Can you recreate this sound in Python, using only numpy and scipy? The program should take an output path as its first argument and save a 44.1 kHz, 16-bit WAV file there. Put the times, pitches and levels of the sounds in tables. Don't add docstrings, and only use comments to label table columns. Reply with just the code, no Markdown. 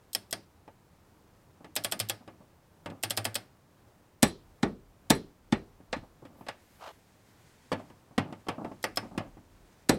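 import sys
import numpy as np
from scipy import signal
from scipy.fft import rfft, irfft, next_fast_len
from scipy.io import wavfile
from scipy.ndimage import map_coordinates

SR = 44100
rng = np.random.default_rng(int(sys.argv[2]) if len(sys.argv) > 2 else 0)


def unload_wav(signal):
    wavfile.write(
        sys.argv[1],
        SR,
        np.round(np.clip(np.atleast_2d(signal).T, -1, 1) * 32767).astype(np.int16),
    )


N = 440118
TIME = np.arange(N) / SR
T = np.arange(16384) / SR

# f/Hz, density/dB
AIR_COLOUR = [(12, -37), (20, -10.5), (53, -10.5), (86, -1), (193, -6.5), (248, -9.5), (347, -10),
              (446, -12.5), (499, -13), (849, -15.5), (923, -15), (2140, -27), (3440, -31), (14700, -36.5),
              (16000, -37)]
# centre t/s, length/s, level/dB
LEANS = [(6.0, .14, -56), (9.25, 0.55, -58)]
# t/s, level/dB, press of socket on bolt/dB, cab boom/dB
TEETH = [(0.149, -1, -1.5, -60), (0.327, -1.5, 2, -55), (1.763, 1, -0.5, -54), (1.846, 0.5, 1, -52),
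         (1.9218, 0, 0.5, -61), (2.0001, 0, -1.5, -41), (2.097, 0, 0, -47), (3.035, 0.5, 1, -44),
         (3.1061, -0.5, -1, -47), (3.174, 1, 2, -39), (3.252, .5, 3, -42), (3.354, 0, -0.5, -55),
         (8.8407, -1.5, 8.5, -54), (8.972, -1.5, 7, -47)]
# f/Hz, level/dB, t60/s
HEAD_MODES = [(2595, -1.5, 0.055), (3146, 3.5, 0.04), (3325, -1, 0.072), (3510, -6, 0.067),
              (4170, -21, 0.049), (5120, -3, 0.078), (5410, -2, 0.032), (5800, -12.5, 0.039),
              (8400, -4, 0.048), (8400, -12, 0.041), (12500, 10, 0.029)]
# f/Hz, level/dB, t60/s
BRACKET_MODES = [(517, 0.5, .08), (588.3, -0.5, 0.1), (768, -7.5, .1), (821.5, -3.5, .1),
                 (885.7, -2.5, 0.11), (1131, -6, 0.11), (1230, -12, 0.15), (1550, -14.5, .1),
                 (1703, -11, 0.14), (1931, -6.5, 0.065), (2126, -10, .11)]
# f/Hz, level/dB, t60/s
PAN_MODES = [(107, -18, 0.22), (159.9, -9.5, 0.095), (199, -4.5, 0.11), (233, -2.5, 0.059),
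             (281.4, 2, 0.089), (335.4, -11, 0.23), (388.3, -8, .22), (447, -13.5, 0.18)]
# f/Hz, density/dB
CLATTER_COLOUR = [(60, -3), (200, 13.5), (450, 8.5), (750, 6.5), (1000, 0), (1500, 2.5), (2100, 0.5),
                  (3400, -1), (5200, -4.5), (6300, -5.5), (8200, 0), (10000, -5.5), (12000, -6.5),
                  (16000, -7)]
# t/s, f/Hz, level/dB
CLINKS = [(0.149, 5310, -34.5), (7.727, 4530, -47), (8.841, 1900, -34.5), (8.972, 5240, -32.5)]
# t/s, level/dB, hardness/dB, floor thump/dB
KNOCKS = [(0.677, -49.5, -6, -53.5), (1.644, -51, 4, -52), (2.276, -48.5, 0.5, -49),
          (2.859, -39.5, 3, -42.5), (2.9, -56.5, 9.5, -42.5), (5.803, -64, -5, -52.5), (5.964, -54, 6, -38),
          (6.251, -51, 0, -50), (6.409, -50, -9, -49), (6.465, -47.5, 2, -59), (6.4845, -37, 6, -49),
          (7.717, -28, -2.5, -35), (7.727, -40, 6.5, -35.5), (7.795, -46.5, -7, -48), (7.9, -56.5, 0, -51),
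          (8.1784, -28, 4.5, -24), (8.325, -44.5, 0, -41.5), (8.467, -46, -4.5, -48),
          (8.4848, -32.5, 4, -33), (8.645, -39, -5.5, -43), (8.715, -46, -9, -42), (9.177, -37.5, 7, -29.5),
          (9.203, -39, -19, -41), (9.369, -56.5, -6, -48.5)]
# offset from its level/dB, slope/(dB per dB of hardness)
KNOCK_LAYERS = [(-6.5, 0.8), (-13, 1.24)]
# start t/s, length/s, level/dB
FUMBLES = [(1.596, .04, -54.5), (2.204, 0.023, -54.5), (2.284, .02, -53), (2.395, 0.022, -56.5),
           (2.876, .06, -49), (6.01, 0.045, -52), (6.203, 0.044, -51), (6.289, .14, -61),
           (8.093, 0.0294, -55), (8.215, .11, -49), (8.575, 0.095, -40), (9.014, .06, -46.5),
           (9.109, .06, -47), (9.231, 0.041, -49.5)]
# t/s, sharpness/dB, floor thump/dB
SNAPS = [(4.228, -0.5, -18.5), (4.6296, -12, -23.5), (5.1028, -1, -20), (5.5237, -12, -22.5),
         (5.928, -14.5, -43), (9.8925, -3.5, -19.5)]
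# level at sharpness 0/dB, slope/(dB per dB)
SNAP_LAYERS = [(-26.5, 1), (-23, 2), (-27.5, 0.63), (-23.5, 0.58)]
# f/Hz, level/dB, t60/s
TUBE_MODES = [(1730, 4.5, 0.13), (1850, -2, 0.15), (1970, -3, .13), (2600, -12, 0.047), (3580, 8.5, 0.095),
              (3703, -3, 0.046), (4020, -4, 0.2), (4100, -3, 0.21), (5450, -10, .1), (5700, -6, .15),
              (7670, 5, 0.083), (7960, 0, 0.13), (9140, -4.5, 0.11), (9720, -4, 0.15), (13900, -5.5, .06)]
# centre t/s, length/s, level/dB
PALM_SLIDES = [(6.4, 0.069, -69), (6.8, .3, -70.5), (7.33, .15, -77.5)]
# centre t/s, length/s, level/dB
SHIRT_MOVES = [(6.75, 0.53, -69), (7.53, 0.66, -67.5), (8.8, 0.94, -70), (9.7, 0.34, -72)]
# f/Hz, density/dB
SHIRT_COLOUR = [(880, -33.5), (1500, -2), (2080, -3), (2770, -7), (8000, -10.5), (14300, -21.5),
                (16000, -27.5)]
# f/Hz, density/dB
SLEEVE_COLOUR = [(200, -30), (400, -8), (600, -2), (900, -1), (1200, -3), (1900, -16), (3300, -15.5),
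                 (7000, -28.5), (15000, -41)]


def amp(db):
    return 10 ** (np.asarray(db) / 20)


def unit(x):
    return x / np.sqrt(np.mean(x ** 2) + 1e-20)


def onset_unit(x):
    return x / np.sqrt(np.mean(x[:SR // 50] ** 2) + 1e-20)


def add(track, s, x):
    part = track[max(round(s * SR), 0):][:len(x)]
    part += x[:len(part)]


def noise(colour, size, window=np.ones_like):
    f, db = np.transpose(colour)
    fft_size = next_fast_len(size)
    hz = np.fft.rfftfreq(fft_size, 1 / SR)
    gain = amp(np.interp(np.log(hz + 1), np.log(f), db)) * window(hz)
    return unit(irfft(rfft(rng.standard_normal(fft_size)) * gain, fft_size)[:size])


def wobble(rate):
    return map_coordinates(rng.standard_normal(int(N * rate / SR) + 4), [TIME * rate])


def swells(moves, rest_db=-120):
    power = sum(amp(db) ** 2 * np.exp(-(2 * (TIME - s) / length) ** 2) for s, length, db in moves)
    return np.sqrt(amp(rest_db) ** 2 + power)


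def strike(modes, lo_hz, hi_hz, ring_db, t60, tail_db, tail_t60, rise, spike_db):
    def band(hz):
        return 1 / np.sqrt((1 + (lo_hz / (hz + 1)) ** 14) * (1 + (hz / hi_hz) ** 14))

    ring = np.zeros(len(T))
    for k, (hz, db, mode_t60) in enumerate(modes):
        gain = amp(db + rng.normal(0, 3.6)) * band(hz)
        pitch = hz * (1 + rng.normal(0, .005))
        if band(hz) > .1:
            wander = np.cumsum(rng.standard_normal(len(T))) * np.sqrt(2 * np.pi * .004 * hz / SR)
            ring += (-1) ** k * gain * amp(-60 * T / mode_t60) * np.sin(2 * np.pi * pitch * T + wander)
    spike = amp(spike_db - 60 * T / .012)
    body = amp(-60 * T / t60)
    tail = amp(tail_db - 60 * T / tail_t60)
    attack = 1 - np.exp(-T / rise)
    crack = onset_unit(noise(CLATTER_COLOUR, len(T), band) * np.hypot(spike + body, tail) * attack)
    return onset_unit(crack + amp(ring_db) * onset_unit(ring * attack))


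def resonance(hz, t60, rise):
    shape = amp(-60 * T / t60) * (1 - np.exp(-T / rise)) ** 2
    return shape / shape.max() * np.sin(2 * np.pi * hz * T) * (1 - T / T[-1])


def ambience(air_db=-61.5, whine_hz=14820):
    drift = amp(.8 * wobble(5))
    air = amp(air_db) * drift * noise(AIR_COLOUR, N)
    whine = noise([(20, 0), (SR / 2, 0)], N, lambda hz: np.exp(-((hz - whine_hz) / 110) ** 2))
    return air + amp(-88) * whine


def cab_sway(rock_db=-38.5, rock_t60=2):
    rocking = sum((TIME > s) * amp(thump_db + rock_db - 60 * np.abs(TIME - s) / rock_t60)
                  for s, _, thump_db in SNAPS)
    rumble = noise([(15, -23.5), (30, -8.5), (41, 0), (60, -12), (90, -8.5), (200, -42), (600, -100)], N)
    return (swells(LEANS, rest_db=-81.5) + rocking) * rumble


def ratchet(usual_gap_s=.1, swing_pause_s=.4):
    out = np.zeros(N)
    between = np.diff([row[0] for row in TEETH])
    before, after = np.append(np.inf, between), np.append(between, usual_gap_s)
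    gaps = np.where(before < swing_pause_s, before, after)
    for (s, db, press_db, boom_db), gap in zip(TEETH, gaps):
        slowness = gap / usual_gap_s
        loose = 1.38 / slowness ** .33
        head_db = db - .63 * press_db
        bolt_db = db + press_db
        socket_db = db + 3 * np.log2(slowness)
        spring_db = head_db + rng.normal(-50, 2.5)
        lift = amp(head_db - 43.5) * strike(HEAD_MODES, 3580, 13800,
            ring_db=0, t60=.048, tail_db=-22.5, tail_t60=.11, rise=.0003, spike_db=-7)
        steel = amp(head_db - 34.7) * strike(HEAD_MODES, 2530, 4880,
            ring_db=-1.5, t60=.048 * loose, tail_db=-20.5, tail_t60=.29, rise=.00019, spike_db=3)
        socket = amp(socket_db - 38) * strike(HEAD_MODES, 5200, 4640,
            ring_db=-15.5, t60=.04 * loose, tail_db=-21.5, tail_t60=.28, rise=.0003, spike_db=-6)
        treble = amp(head_db - 34) * strike(HEAD_MODES, 7200, 13400,
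            ring_db=-10, t60=.031 * loose, tail_db=-23, tail_t60=.23, rise=.000094, spike_db=2)
        spring_hz = 9140 * (1 + rng.normal(0, .003))
        spring = amp(spring_db) * onset_unit(resonance(spring_hz, t60=.12, rise=.0023))
        bolt = amp(bolt_db - 41) * strike(BRACKET_MODES, 1130, 2650, ring_db=-1.5,
            t60=.075 * loose, tail_db=-12.5, tail_t60=.23 * loose, rise=.00059, spike_db=-17)
        bracket = amp(bolt_db - 40.5) * strike(BRACKET_MODES, 520, 893,
            ring_db=-5, t60=.075 * loose, tail_db=-15, tail_t60=.24 * loose, rise=.0004, spike_db=-16)
        pan = amp(bolt_db - 48) * strike(PAN_MODES, 150, 425,
            ring_db=-10.5, t60=.042, tail_db=-1.5, tail_t60=.28, rise=.0023, spike_db=-20)
        boom = amp(boom_db + 3.5) * resonance(hz=107.4, t60=.22, rise=.018)
        add(out, s - .1 * gap, lift)
        add(out, s, steel + socket + treble + spring + bolt + bracket + pan + boom)
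    return out


def socket_clinks():
    out = np.zeros(N)
    for s, hz, db in CLINKS:
        ping = resonance(hz, t60=.018, rise=.00063)
        ring = amp(-25) * resonance(hz, t60=.18, rise=.0016)
        add(out, s, amp(db) * onset_unit(ping + ring))
    return out


def floor_tuning(s, second_bolt_s=7):
    ratio = 1.19 if s > second_bolt_s else 1
    return ratio, [(hz * ratio, db, t60) for hz, db, t60 in PAN_MODES]


def tool_knocks():
    out = np.zeros(N)
    for s, db, hardness_db, thump_db in KNOCKS:
        bolt_db, steel_db = [db + offset + slope * hardness_db for offset, slope in KNOCK_LAYERS]
        _, floor_modes = floor_tuning(s)
        pan = amp(thump_db - 2) * strike(floor_modes, 238, 330,
            ring_db=-6, t60=.046, tail_db=-18.5, tail_t60=.35, rise=.00067, spike_db=-19)
        thud = amp(thump_db - 9) * strike(PAN_MODES, 90, 179,
            ring_db=-9, t60=.074, tail_db=-15, tail_t60=.41, rise=.0036, spike_db=-23)
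        boom = amp(thump_db - 10) * resonance(hz=102.5, t60=.18, rise=.013)
        bracket = amp(db - 1.5) * strike(BRACKET_MODES, 480, 1165,
            ring_db=-5.5, t60=.089, tail_db=-18.5, tail_t60=.38, rise=.002, spike_db=-15)
        bolt = amp(bolt_db - 2.5) * strike(BRACKET_MODES, 1160, 3060,
            ring_db=-3, t60=.1, tail_db=-15.5, tail_t60=.3, rise=.0023, spike_db=-18)
        steel = amp(steel_db - 1.5) * strike(HEAD_MODES, 1800, 5400,
            ring_db=-6, t60=.053, tail_db=-18.5, tail_t60=.24, rise=.00089, spike_db=-14)
        treble = amp(steel_db - 10.5) * strike(HEAD_MODES, 5000, 11300,
            ring_db=-16, t60=.046, tail_db=-23.5, tail_t60=.16, rise=.00074, spike_db=-20)
        add(out, s, pan + thud + boom + bracket + bolt + steel + treble)
    return out


def fumbling(bumps_per_s=33, scatter_db=1.5):
    out = np.zeros(N)
    for start, length, db in FUMBLES:
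        count = max(round(length * bumps_per_s), 1)
        for k in range(count):
            pan = strike(PAN_MODES, 110, 350,
                ring_db=-10, t60=.066, tail_db=-14.5, tail_t60=.3, rise=.0048, spike_db=-25)
            bracket = amp(-4) * strike(BRACKET_MODES, 470, 1210,
                ring_db=-4.5, t60=.091, tail_db=-12, tail_t60=.37, rise=.004, spike_db=-20)
            s = start + length * (k + .5 * rng.random()) / count
            add(out, s, amp(rng.normal(db, scatter_db)) * (pan + bracket))
    return out


def torque_snaps():
    out = np.zeros(N)
    for s, sharp_db, thump_db in SNAPS:
        steel_db, treble_db, bolt_db, bracket_db = [db + slope * sharp_db for db, slope in SNAP_LAYERS]
        slip = amp(treble_db - 14.5) * strike(TUBE_MODES, 2000, 12000,
            ring_db=-8.5, t60=.025, tail_db=-26, tail_t60=.08, rise=.0004, spike_db=-12.5)
        spring_rebound = amp(treble_db - 27) * strike(TUBE_MODES, 8500, 11500,
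            ring_db=-3, t60=.07, tail_db=-18.5, tail_t60=.15, rise=.003, spike_db=-25)
        steel = amp(steel_db) * strike(TUBE_MODES, 3100, 5700,
            ring_db=-10.5, t60=.05, tail_db=-22, tail_t60=.32, rise=.0003, spike_db=-7)
        top_hz = 13500.5 + 170 * (treble_db + 23.5)
        treble = amp(treble_db) * strike(TUBE_MODES, 5087, top_hz,
            ring_db=-10.5, t60=.039, tail_db=-27, tail_t60=.19, rise=.0003, spike_db=-8)
        singing = amp(treble_db - 14) * strike(TUBE_MODES, 3950, 4280,
            ring_db=5, t60=.22, tail_db=-15, tail_t60=.32, rise=.001, spike_db=-20)
        bolt = amp(bolt_db) * strike(TUBE_MODES, 1600, 2700,
            ring_db=-3.5, t60=.1, tail_db=-8.5, tail_t60=.18, rise=.0005, spike_db=-7)
        bracket = amp(bracket_db) * strike(BRACKET_MODES, 500, 1350,
            ring_db=-1, t60=.11, tail_db=-11, tail_t60=.24, rise=.0016, spike_db=-11.5)
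        ratio, floor_modes = floor_tuning(s)
        pan = amp(thump_db - 5) * strike(floor_modes, 83, 480 * ratio,
            ring_db=-1.5, t60=.048, tail_db=-8, tail_t60=.31, rise=.001, spike_db=-21)
        punch = amp(thump_db) * floor_flex(hz=235 * ratio, delay=.0058)
        shake = amp(thump_db - 22.5) * resonance(hz=42, t60=.3, rise=.012)
        shake += amp(thump_db - 18) * resonance(hz=78, t60=.27, rise=.0068)
        add(out, s - .004, slip)
        add(out, s, steel + treble + singing + bolt + bracket + punch + shake)
        add(out, s + .004185, pan)
        add(out, s + .046, spring_rebound)
    return out


def floor_flex(hz, delay):
    cycles = (T - delay) * hz
    return onset_unit(np.sin(2 * np.pi * cycles) * np.exp(-2 * cycles ** 2))


def palm_slides():
    hiss = noise([(5000, -31), (9000, -6), (12500, 0), (15000, -7)], N)
    return swells(PALM_SLIDES) * hiss * amp(-2 + 1.5 * wobble(25))


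def shirt_rustle():
    return swells(SHIRT_MOVES, rest_db=-79) * noise(SHIRT_COLOUR, N) * amp(1.2 * wobble(42))


def sleeve_brush(start_s=6.79, attack_s=.059, hold_s=.039, release_s=.036, level_db=-43.5):
    corners = start_s + np.cumsum([0, attack_s, hold_s, release_s])
    stroke = amp(level_db) * np.interp(TIME, corners, [0, 1, 1, 0])
    return stroke * unit(noise(SLEEVE_COLOUR, N) * amp(2.5 * wobble(220)))


def scene():
    wrench = ratchet() + torque_snaps() + tool_knocks() + socket_clinks()
    handling = sleeve_brush() + shirt_rustle() + palm_slides()
    bed = ambience() + cab_sway()
    return (wrench + handling + bed + fumbling())[None]


def record(dry, top_hz=16200):
    return signal.sosfilt(signal.ellip(10, .1, 90, top_hz, fs=SR, output='sos'), dry)


dry = scene()
out = record(dry)
unload_wav(out)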